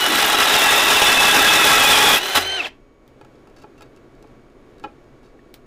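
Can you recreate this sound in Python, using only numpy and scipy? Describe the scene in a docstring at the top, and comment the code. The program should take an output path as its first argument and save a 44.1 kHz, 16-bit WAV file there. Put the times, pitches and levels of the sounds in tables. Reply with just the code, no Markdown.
"""Drilling through a steel bar

An electric drill bores through a steel angle bar on a workbench, so close that the microphone overloads.
The motor whines and sags under load, while chips made of uneven cracks tear off and ring the bar.
The bit breaks through, snags hard once, spins free and stops. Then another bit is set into the hole:
light scrapes and knocks drive the ringing tones of bit and bar, over the dull noise of the workshop."""
import sys
import numpy as np
from scipy import signal
from scipy.fft import rfft, irfft
from scipy.io import wavfile

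SR = 44100
rng = np.random.default_rng(int(sys.argv[2]) if len(sys.argv) > 2 else 0)


def generate_wav(signal):
    """Clip the signal to [-1, 1] and save it as 16-bit WAV at the path in sys.argv[1]."""
    frames = np.transpose(np.atleast_2d(signal))
    scaled = np.clip(frames, -1, 1) * 32767
    pcm = np.round(scaled).astype(np.int16)
    wavfile.write(sys.argv[1], SR, pcm)


N = 249605
TIME = np.arange(N) / SR  # seconds

# The ringing tones (modes) of the steel bar. Each row: pitch in Hz, time to fall by 60 dB in seconds,
# relative level in dB when cut, relative level in dB when knocked.
BAR_MODES = [(270, .12, -9, -7), (325, .07, -11, -4), (415, .08, -4, 0), (680, .06, -14, -1.5),
             (845, .045, -2.5, 5), (1025, .06, -9, -8), (1130, .06, -5, -10), (1328, .05, -.5, .5),
             (1648, .05, .5, -9), (1933, .05, -2, -16), (2480, .045, -5, 1), (2680, .04, -4, -8),
             (2968, .05, -2.5, -4), (3328, .04, -2, -14), (3513, .035, -3, -13), (3811, .04, -9, -7),
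             (4970, .025, -9, -19), (5358, .05, -10, -20), (5588, .07, -12, -21)]
# The ringing tones of a drill bit. Each row: pitch in Hz, time to fall by 60 dB in seconds,
# relative level in dB.
BIT_MODES = [(1339, .11, 7), (1650, .11, 6.5), (2690, .08, 3), (3800, .05, -3), (4510, .06, .5),
             (5130, .04, -6), (6045, .03, -10), (6900, .03, -13)]

FREE_HZ = 388  # motor turns per second when spinning free
GEAR_RATIO = 18  # motor turns per turn of the chuck
SEAT_S, SEAT_RAMP_S = .075, .03  # the bit seats in the steel
THROUGH_S, THROUGH_RAMP_S = 2.163, .034  # it breaks through
CLEAR_S, CLEAR_RAMP_S = 2.445, .075  # it is drawn clear of the hole
OFF_S, BRAKE_S = 2.546, .146  # the trigger is let go; time to brake to a stop
STOP_S, STOP_RAMP_S = 2.68, .042  # the drill falls silent


def undb(db):
    """Turn decibels into a gain."""
    return 10 ** (np.asarray(db) / 20)


def unit(x):
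    """Scale to an rms (average strength) of 1."""
    return x / np.sqrt(np.mean(x ** 2))


def curves(rows):
    """Join each column of a table by straight lines in time; the first column is seconds."""
    s, *columns = np.transpose(rows)
    return [np.interp(TIME, s, column) for column in columns]


def noise():
    """White noise: every pitch equally strong."""
    return rng.standard_normal(N)


def walk(rate):
    """Random wandering with an rms of 1 that changes about rate times a second."""
    knots = rng.standard_normal(int(rate * N / SR) + 2)
    return unit(np.interp(TIME * rate, np.arange(len(knots)), knots))


def cycles(rate, spread):
    """A phase that runs from 0 to 1 about rate times a second, unevenly."""
    return np.cumsum(rate * (1 + spread * walk(rate))) / SR % 1


def ramp(s, length):
    """A smooth step from 0 to 1, centred on s."""
    return .5 + .5 * np.sin(np.pi * np.clip((TIME - s) / length, -.5, .5))


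def swell(s, half_length):
    """A flat-topped swell from 0 to 1 and back, centred on s."""
    return np.exp(-np.square(np.square((TIME - s) / half_length)))


def cracks(rate):
    """Sparse clicks of very uneven size, about rate of them a second."""
    hits = rng.random(N) < rate / SR
    return unit(hits * noise() * undb(2.0 * rng.exponential(size=N)))


def through(x, response):
    """Pass a sound through an impulse response (what one click would turn into)."""
    return signal.fftconvolve(x, response)[:N]


def colour(points, size=4096):
    """Impulse response of unit energy with the given spectrum, with nothing before its start."""
    hz, db = np.transpose(points)
    grid_hz = np.arange(size // 2 + 1) * SR / size + 1
    log_gain = np.log(undb(np.interp(np.log(grid_hz), np.log(hz), db)))
    # folding the cepstrum forward packs the energy at the start (minimum phase)
    cepstrum = irfft(log_gain)
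    cepstrum[1:size // 2] *= 2
    cepstrum[size // 2 + 1:] = 0
    response = irfft(np.exp(rfft(cepstrum)))
    return response / np.linalg.norm(response)


def ring(modes):
    """Impulse response of unit energy: dying tones, where dB is the height of each resonance."""
    t = TIME[:SR // 4]
    response = 0
    for hz, t60, db in modes:
        decay = np.exp(-np.log(1000) * t / t60)
        response = response + undb(db) / t60 * np.cos(2 * np.pi * hz * t) * decay
    response[0] /= 2
    return response / np.linalg.norm(response)


def resonance(x, hz, width_hz):
    """Band-pass filter with gain 1 at its centre."""
    return signal.lfilter(*signal.iirpeak(hz, hz / width_hz, fs=SR), x)


def ping(s, hz, t60, db):
    """One struck tone that dies away."""
    age = np.maximum(TIME - s, 0)
    return undb(db) * np.sin(2 * np.pi * hz * age) * np.exp(-np.log(1000) * age / t60)


def bar_ring():
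    """The bar's modes, as strong as a knock drives them."""
    return ring([(hz, t60, knock_db) for hz, t60, cut_db, knock_db in BAR_MODES])


def bar_cut(force):
    """The cut rings the bar; each mode's strength wanders at random on its own."""
    wander_rate, wander_db = 45, 2.2  # changes per second, depth in dB
    out, power = 0, 0
    for hz, t60, cut_db, knock_db in BAR_MODES:
        width_hz = np.log(1000) / (np.pi * t60)  # a short ring means a wide resonance
        drive = unit(undb(wander_db * walk(wander_rate)))
        out = out + undb(cut_db) * drive * resonance(force, hz, width_hz)
        power += undb(cut_db) ** 2 * np.pi * width_hz / SR
    return out / np.sqrt(power)


def workshop():
    """Dull background noise, faint tones and a deep rumble; the noise rises as the drill is handled."""
    # The spectrum of the noise. Each row: pitch in Hz, relative level in dB.
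    shop_colour = [(25, 1.5), (60, -7.5), (100, -5.5), (130, 3), (170, -10.5), (250, 0.5), (400, 0.5),
                   (520, -5), (700, -9), (850, -14.5), (1350, -16), (2300, -23.5), (4000, -30.5),
                   (15000, -48)]
    # Faint steady tones. Each row: pitch in Hz, level in dB.
    hum_tones = [(1120, -69), (2260, -73), (6700, -83)]
    shop_db, handling_db, handling_s = -51.5, 3.5, 3.04  # level, its rise, time of the rise
    level_db = shop_db + handling_db * ramp(handling_s, .12) + .9 * walk(5.1)
    background = through(noise(), colour(shop_colour)) * undb(level_db)
    rumble = unit(resonance(resonance(noise(), 29, 25), 29, 25))
    hum = sum(undb(db) * np.sqrt(2) * np.sin(2 * np.pi * hz * TIME) for hz, db in hum_tones)
    return background + undb(-56.5) * rumble + hum


def motor_load():
    """The feed until the bit breaks through, then light rubbing on the rim until it is clear."""
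    # How hard the hand feeds the bit into the steel. Each row: time in seconds, load from 0 to 1.
    feed_points = [(0, .2), (.07, .2), (.15, .26), (.45, .37), (.55, .5), (.85, .51), (1.0, .57),
                   (1.55, .62), (1.95, .78), (2.15, .76)]
    rim_load = .05
    feed, = curves(feed_points)
    pierced = ramp(THROUGH_S, THROUGH_RAMP_S)
    rubbing = rim_load * (1 - ramp(CLEAR_S, CLEAR_RAMP_S))
    return np.maximum(feed * (1 - pierced) + rubbing * pierced, 0)


def snag_load():
    """Extra load whenever the bit catches for a moment."""
    # Each row: centre in seconds, extra load from 0 to 1, half length in seconds.
    snag_rows = [(0.7, .17, .035), (2.176, .2, 0.0089), (2.253, 0.05, 0.0079), (2.302, .06, .008),
                 (2.366, .72, 0.017)]
    return sum(extra * swell(s, half_length) for s, extra, half_length in snag_rows)


def motor_speed(load):
    """Turns per second: sagging under load after a short lag, then braked ever harder to a stop."""
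    sag_hz, inertia_s = 101, .035  # slowing at load 1, time of the lag
    keep = np.exp(-1 / (inertia_s * SR))
    felt = load[0] + signal.lfilter([1 - keep], [1, -keep], load - load[0])
    braked = np.clip((TIME - OFF_S) / BRAKE_S, 0, 1) ** 2
    return (FREE_HZ - sag_hz * felt) * (1 - braked)


def whine(pace, angle, bite, grip):
    """Tones of the spinning armature, swelling as they sweep through resonances of the drill's body."""
    # Tones of the armature. Each row: multiple of the motor speed, relative level in dB.
    orders = [(1, -11), (2, -22.5), (4, -11.5), (5, -20), (8, -13.5)]
    # Resonances of the drill's body. Each row: pitch in Hz, width in Hz, relative level in dB.
    housing = [(690, 130, 9), (1450, 190, 0), (2640, 95, 24.5), (2935, 70, 11), (3130, 140, 16)]
    # The whine swells and dips while the bit works in the hole.
    # Each row: centre in seconds, half length in seconds, change in dB.
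    whine_swells = [(.02, .05, 6), (.115, .04, -6), (.39, .07, 3), (2.27, .08, 2.5), (2.405, .045, -8)]
    whine_db, grip_db = -27.5, -6.5  # overall gain; damping of the body while the hole grips the bit
    brake_order, braking_db = 16, -14.5  # extra tone: multiple of the motor speed, relative level
    tones = 0
    for multiple, db in orders:
        tones = tones + undb(db + 1.2 * walk(70)) * np.sin(round(multiple) * angle)
    # the armature sings while it is braked, loudest at half speed
    braking = (TIME > OFF_S) * np.sin(np.pi * pace) ** 8
    tones = pace * tones + undb(braking_db) * braking * np.sin(brake_order * angle)
    # clean when spinning free, shaken by chatter under load
    chatter = undb(16 * np.minimum(2 * bite, .25) * walk(130))
    # the small body radiates little bass
    highpass = signal.butter(3, 290, "high", fs=SR)
    tones = signal.lfilter(*highpass, np.sqrt(2) * tones * chatter)
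    swells_db = sum(db * swell(s, half_length) for s, half_length, db in whine_swells)
    body = sum(undb(db) * resonance(tones, hz, width_hz) for hz, width_hz, db in housing)
    return undb(whine_db) * (tones + undb(grip_db * grip + swells_db) * body)


def bearing(pace, angle, lips, grip):
    """Fluttering tones of balls that slip a little and are pressed twice per turn of the chuck."""
    # Rough tones of the bearing. Each row: multiple of its ball-pass rate, relative level in dB.
    bearing_tones = [(2, -8.5), (3, -15.5), (4, -22.5), (5, -26)]
    ball_pass, grip_db = 5.36, 1.5  # balls per motor turn; rise while the bit is in the hole
    balls = ball_pass * angle + .4 * walk(300) + .2 * lips
    out = 0
    for multiple, db in bearing_tones:
        # the tones go quiet as the speed falls, the higher ones sooner
        out = out + undb(db) * np.sin(round(multiple) * balls) * pace ** (2.5 * multiple)
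    return undb(-23.5 + 4 * lips + grip_db * grip) * out


def rush(load, lips):
    """Flickering, coloured noise of fan and gears, louder under load."""
    # The spectrum of fan and gears. Each row: pitch in Hz, relative level in dB.
    motor_colour = [(40, -26), (200, -20), (350, -5), (550, -3.5), (720, 2.5), (1100, -6.5), (1900, -1.5),
                    (3000, -2.5), (4300, -8), (5200, -13.5), (8500, -24.5), (15000, -37)]
    free_db, load_db = -30, 5.5  # gain when spinning free, rise under load
    level_db = free_db + load_db * np.tanh(load / .25) + .6 * lips
    return undb(level_db) * through(noise() * undb(1.48 * walk(400)), colour(motor_colour))


def motor(speed_hz, turns, lips, load, bite, grip):
    """The spinning motor: whine, bearing and rush all follow its rotation or its load."""
    angle = 2 * np.pi * turns
    pace = speed_hz / FREE_HZ
    return whine(pace, angle, bite, grip) + rush(load, lips) + bearing(pace, angle, lips, grip)


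def squeal(turns, load):
    """Thrust turns armature and bearing tones into a squeal: a falling chirp for each uneven slip."""
    # Bands of the squeal. Each row: multiple of the motor speed, relative level in dB,
    # fall of pitch in each slip in Hz, wander of pitch in Hz, how deeply the slips chop it (a power).
    squeal_bands = [(8, -3.5, 90, 28, .6), (10.8, 1, 320, 75, 1.6)]
    slip_rate = 72  # slips per second
    squeal_db, load_power = -10.5, 1.35  # gain at load 1, power of the load that it follows
    out = 0
    for multiple, db, fall_hz, wander_hz, chop in squeal_bands:
        slip = cycles(slip_rate, .15)
        glide = np.cumsum(fall_hz * (.5 - slip) + wander_hz * walk(40)) / SR
        chirps = np.sin(2 * np.pi * (multiple * turns + glide) + .3 * walk(200))
        level = undb(db + 2 * walk(60) + 1.5 * walk(500))
        out = out + chirps * np.sin(np.pi * slip) ** chop * level
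    return undb(squeal_db) * load ** load_power * out


def swarf(load, tear):
    """Curls of swarf crackle brightly, larger chips crack off, and the motor's brushes fizz faintly."""
    # The spectrum of these bright sounds. Each row: pitch in Hz, relative level in dB.
    swarf_colour = [(500, -33.5), (3000, -11.5), (6000, -13), (10000, -3.5), (13000, -1), (14700, 2.5)]
    # Larger chips break off with a bright crack. Each row: start in seconds, level in dB.
    chip_breaks = [(1.797, -19), (1.92, -18), (2.004, -19), (2.053, -18), (2.093, -17), (2.117, -15),
                   (2.144, -15), (2.18, -17), (2.268, -26)]
    swarf_db, load_power, brush_db = -25.3, .5, -53.5  # swarf at load 1, power of the load, brushes
    burst_db, flicker_db = 15, 5.5  # depth of the bursts and of their fine flicker
    break_s = .005  # time constant of each larger crack
    strength = undb(swarf_db) * load ** load_power + undb(brush_db)
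    bursts = tear * undb(burst_db * np.tanh(walk(110)) + flicker_db * walk(500))
    breaks = 0
    for s, db in chip_breaks:
        fade = np.exp(-np.clip((TIME - s) / break_s, 0, 20))
        breaks = breaks + undb(db) * (TIME >= s) * fade
    crackle = unit(noise() * bursts) * strength
    return through(crackle + noise() * breaks, colour(swarf_colour))


def cutting(lips, tear, bite, load):
    """Chips tear off in dense uneven cracks and ring the bar; the juddering bit thumps its low modes."""
    # The spectrum of the chips. Each row: pitch in Hz, relative level in dB.
    chip_colour = [(30, -35), (100, -27.5), (190, -23), (270, -13.5), (450, -3), (800, 2), (1600, 2.5),
                   (2200, .5), (3600, -2), (4300, -8.5), (7000, -8.3), (11000, -10), (15000, -15)]
    # how unevenly the chips come, in dB: with each lip, in surges, in fine grain
    lip_db, surge_db, grain_db = 1.7, 1.5, 2.3
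    judder_rate, judder_db = 70, -24  # thumps per second, gain at load 1
    unevenness = undb(lip_db * lips + surge_db * walk(45) + grain_db * walk(250))
    pressure = unit(tear * unevenness) * bite
    chips = through(cracks(5000) * pressure, colour(chip_colour))
    bar = bar_cut(cracks(3000) * pressure)
    thumps = unit((rng.random(N) < judder_rate / SR) * rng.uniform(-1, 1, N))
    judder = through(thumps * load ** .64, bar_ring())
    return undb(-1.3) * chips + undb(-2.7) * bar + undb(judder_db) * judder


def groan():
    """The bar groans low as the bit finds its seat: a swell of noise through a doubled resonance."""
    # Centre in seconds, half length in seconds, pitch in Hz, width in Hz, level in dB before the swell.
    groan_row = (.135, .07, 300, 170, -27.5)
    s, half_length, hz, width_hz, db = groan_row
    shaken = unit(resonance(resonance(noise(), hz, width_hz), hz, width_hz))
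    return undb(db) * swell(s, half_length) * shaken


def honks():
    """Each grab of the bit swells one mode of the bar; the pitch falls as the bit lets go."""
    # Each row: centre in seconds, pitch at the centre in Hz, peak level in dB.
    honk_rows = [(.18, 820, -23), (.232, 810, -22), (.344, 820, -21), (.346, 1330, -21), (.474, 830, -19),
                 (.582, 850, -17), (.667, 845, -14), (.73, 845, -15), (1.02, 1320, -20), (1.398, 1325, -15),
                 (1.416, 820, -16), (1.507, 880, -19), (1.6, 1330, -17), (1.661, 830, -19),
                 (1.705, 845, -18), (1.772, 1325, -16), (1.844, 845, -18), (1.939, 845, -15),
                 (2.064, 830, -18), (2.109, 840, -13.5), (2.132, 820, -17)]
    half_length_s, fall_hz_per_s = .0075, 4000
    out = np.zeros(N)
    age = TIME[:SR // 10] - TIME[SR // 20]  # runs from before the centre to after it
    for s, hz, db in honk_rows:
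        tone = np.sqrt(2) * np.sin(2 * np.pi * (hz - fall_hz_per_s * age / 2) * age)
        start = int((s + age[0]) * SR)
        out[start:start + len(age)] += undb(db) * tone * np.exp(-(age / half_length_s) ** 2)
    return out


def jolt():
    """The heavy bench thrums briefly after the bit catches: one low dying tone."""
    # Pitch in Hz, time to fall by 60 dB in seconds, level in dB.
    thrum = (88, 0.8, -37)
    start_s = 2.37
    return ping(start_s, *thrum)


def snaps():
    """Small sharp snaps: bright cracks that die in about a millisecond, with a thin fizzing tail."""
    # Each row: start in seconds, relative level in dB.
    snap_rows = [(3.078, -36), (5.541, -18.5)]
    # The spectrum of a snap. Each row: pitch in Hz, relative level in dB.
    snap_colour = [(100, -3), (1500, -1), (4000, 2.5), (7000, -6), (12000, -9), (15000, -3.5)]
    envelope = np.zeros(N)
    for s, db in snap_rows:
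        age = np.maximum(TIME - s, 0)
        fade = np.exp(-age / .00064) + undb(-15.5) * np.exp(-age / .013)
        envelope += undb(db - 11.0) * (TIME >= s) * fade
    return through(noise() * envelope, colour(snap_colour))


def clicks():
    """The tip touches the steel; each contact is a brief rattle of its own that rings the bit."""
    # Each row: start in seconds, relative level in dB.
    click_rows = [(3.212, -33), (3.248, -34), (3.355, -44), (3.473, -35), (3.498, -39), (3.5635, -36),
                  (3.585, -35), (3.6, -36), (3.623, -33), (3.779, -35), (3.8085, -27), (3.8205, -26),
                  (3.826, -28), (3.858, -42), (3.9625, -34), (3.972, -38), (4.151, -42), (4.2255, -30.5),
                  (4.272, -41), (4.5, -43), (4.782, -36), (4.797, -29), (4.84, -29), (5.042, -45),
                  (5.23, -41), (5.26, -44)]
    contact_s = .0016  # time over which each contact rattles
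    force = np.zeros(N)
    age = TIME[:SR // 50] / contact_s
    for s, db in click_rows:
        rattle = rng.standard_normal(len(age)) * np.sqrt(age) * np.exp(-age)
        start = int(s * SR)
        force[start:start + len(age)] += undb(db) * rattle / np.linalg.norm(rattle)
    return through(force, ring(BIT_MODES)) + undb(3) * resonance(force, 2400, 3200)


def knocks():
    """The bit knocks the bar with short pushes; softer contact pushes longer and sounds duller."""
    # Each row: start in seconds, relative level in dB, hardness in Hz.
    knock_rows = [(3.213, -33, 2000), (3.248, -36, 1600), (3.473, -40, 1830), (3.6385, -36, 1403),
                  (3.643, -26.5, 1020), (3.8085, -35, 2400), (3.8205, -33.5, 1980), (4.242, -32, 797),
                  (4.8395, -23, 2000), (4.8418, -21, 1800), (4.8455, -21, 1700), (4.8492, -26, 1400),
                  (4.858, -18, 380), (5.23, -49, 1400)]
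    force = np.zeros(N)
    for s, db, hard_hz in knock_rows:
        age = TIME[:SR // 100] * 2 * np.pi * hard_hz
        push = age * np.exp(-age)
        start = int(s * SR)
        force[start:start + len(push)] += undb(db) * push / push.sum()
    # the bar rattles on the bench for a moment after each push
    rattle = resonance(noise() * np.exp(-TIME / .024), 470, 900)[:SR // 4]
    rattle = rattle / np.linalg.norm(rattle)
    return undb(18.5) * through(force, bar_ring()) + undb(11) * through(force, rattle)


def scrapes():
    """The bit's flutes scrape the rim of the hole: short gritty slips that ring the bit."""
    # Each row: start in seconds, relative level in dB, length of the fade in seconds.
    scrape_rows = [(3.562, -54, .06), (3.615, -53, .019), (3.775, -56, .024), (3.819, -48, .013),
                   (3.96, -57, .018), (4.828, -52, .018), (5.234, -61, .057)]
    # The spectrum of the grit. 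Each row: pitch in Hz, relative level in dB.
    scrape_colour = [(100, -43), (500, 20.5), (1400, 3.5), (3000, 1), (5000, -1), (8000, -9), (15000, -17)]
    pressure = np.zeros(N)
    for s, db, length in scrape_rows:
        age = np.maximum(TIME - s, 0)
        pressure += undb(db) * (1 - np.exp(-age / .00126)) * np.exp(-(age / length) ** 2)
    grit = through(pressure * cracks(2500), colour(scrape_colour))
    bit = through(pressure * cracks(2500), ring(BIT_MODES))
    return undb(-1.0) * (grit + bit)


def tick():
    """A small hollow tick: one struck tone."""
    # Start in seconds, pitch in Hz, time to fall by 60 dB in seconds, level in dB.
    tick_row = (5.392, 1820, .03, -45)
    return ping(*tick_row)


def room(x):
    """Add a short noise-like tail from the bench and the near walls, softer in the top treble."""
    t60_s, tail_db = .21, -18
    t = TIME[:SR // 2]
    tail = signal.lfilter(*signal.butter(1, 7000, fs=SR), noise()[:len(t)])
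    # nothing comes back in the first 4 ms
    tail = tail * np.exp(-np.log(1000) * t / t60_s) * (t > .004)
    return x + undb(tail_db) * through(x, tail / np.linalg.norm(tail))


def scene():
    """Load sets the motor's speed and the cut's force; rotation drives the whine, bearing and lips."""
    snag_drag = .55  # share of a snag's load that slows the motor
    bite_db, bite_power = -7.5, .8  # force of the cut at load 1, power of the load that it follows
    tear_rate, tear_db = 95, 7  # chips per second, fall of the force after each
    steady = motor_load()
    snags = snag_load()
    load = steady + snags
    speed_hz = motor_speed(steady + snag_drag * snags)
    grip = ramp(SEAT_S, SEAT_RAMP_S) * (1 - ramp(CLEAR_S, CLEAR_RAMP_S))
    bite = undb(bite_db) * load ** bite_power
    # the uneven cut makes the speed waver
    turns = np.cumsum(speed_hz * (1 + .035 * bite * walk(50))) / SR
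    # the two cutting lips pass twice per turn of the chuck
    lips = np.sin(2 * np.pi * 2 * turns / GEAR_RATIO)
    # each chip tears off suddenly and the force dies away
    tear = unit(undb(-tear_db * cycles(tear_rate, .4)))
    running = 1 - ramp(STOP_S, STOP_RAMP_S)
    drill = motor(speed_hz, turns, lips, load, bite, grip) + squeal(turns, load) + swarf(load, tear)
    drilled_steel = cutting(lips, tear, bite, load) + groan() + honks() + jolt()
    handled_steel = snaps() + clicks() + knocks() + scrapes() + tick()
    return (room(running * drill + drilled_steel + handled_steel) + workshop())[None]


def record(dry):
    """The input overloads and flattens the peaks; the top treble is cut."""
    ceiling, top_hz = undb(-8.8), 15400
    # flattening at twice the sample rate keeps false tones down
    fine = signal.resample_poly(dry, 2, 1, axis=1) / ceiling
    flat = ceiling * fine / (1 + fine ** 8) ** (1 / 8)
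    lowpass = signal.ellip(10, .1, 60, top_hz, fs=SR, output="sos")
    return signal.sosfiltfilt(lowpass, signal.resample_poly(flat, 1, 2, axis=1))


dry = scene()
out = record(dry)
generate_wav(out)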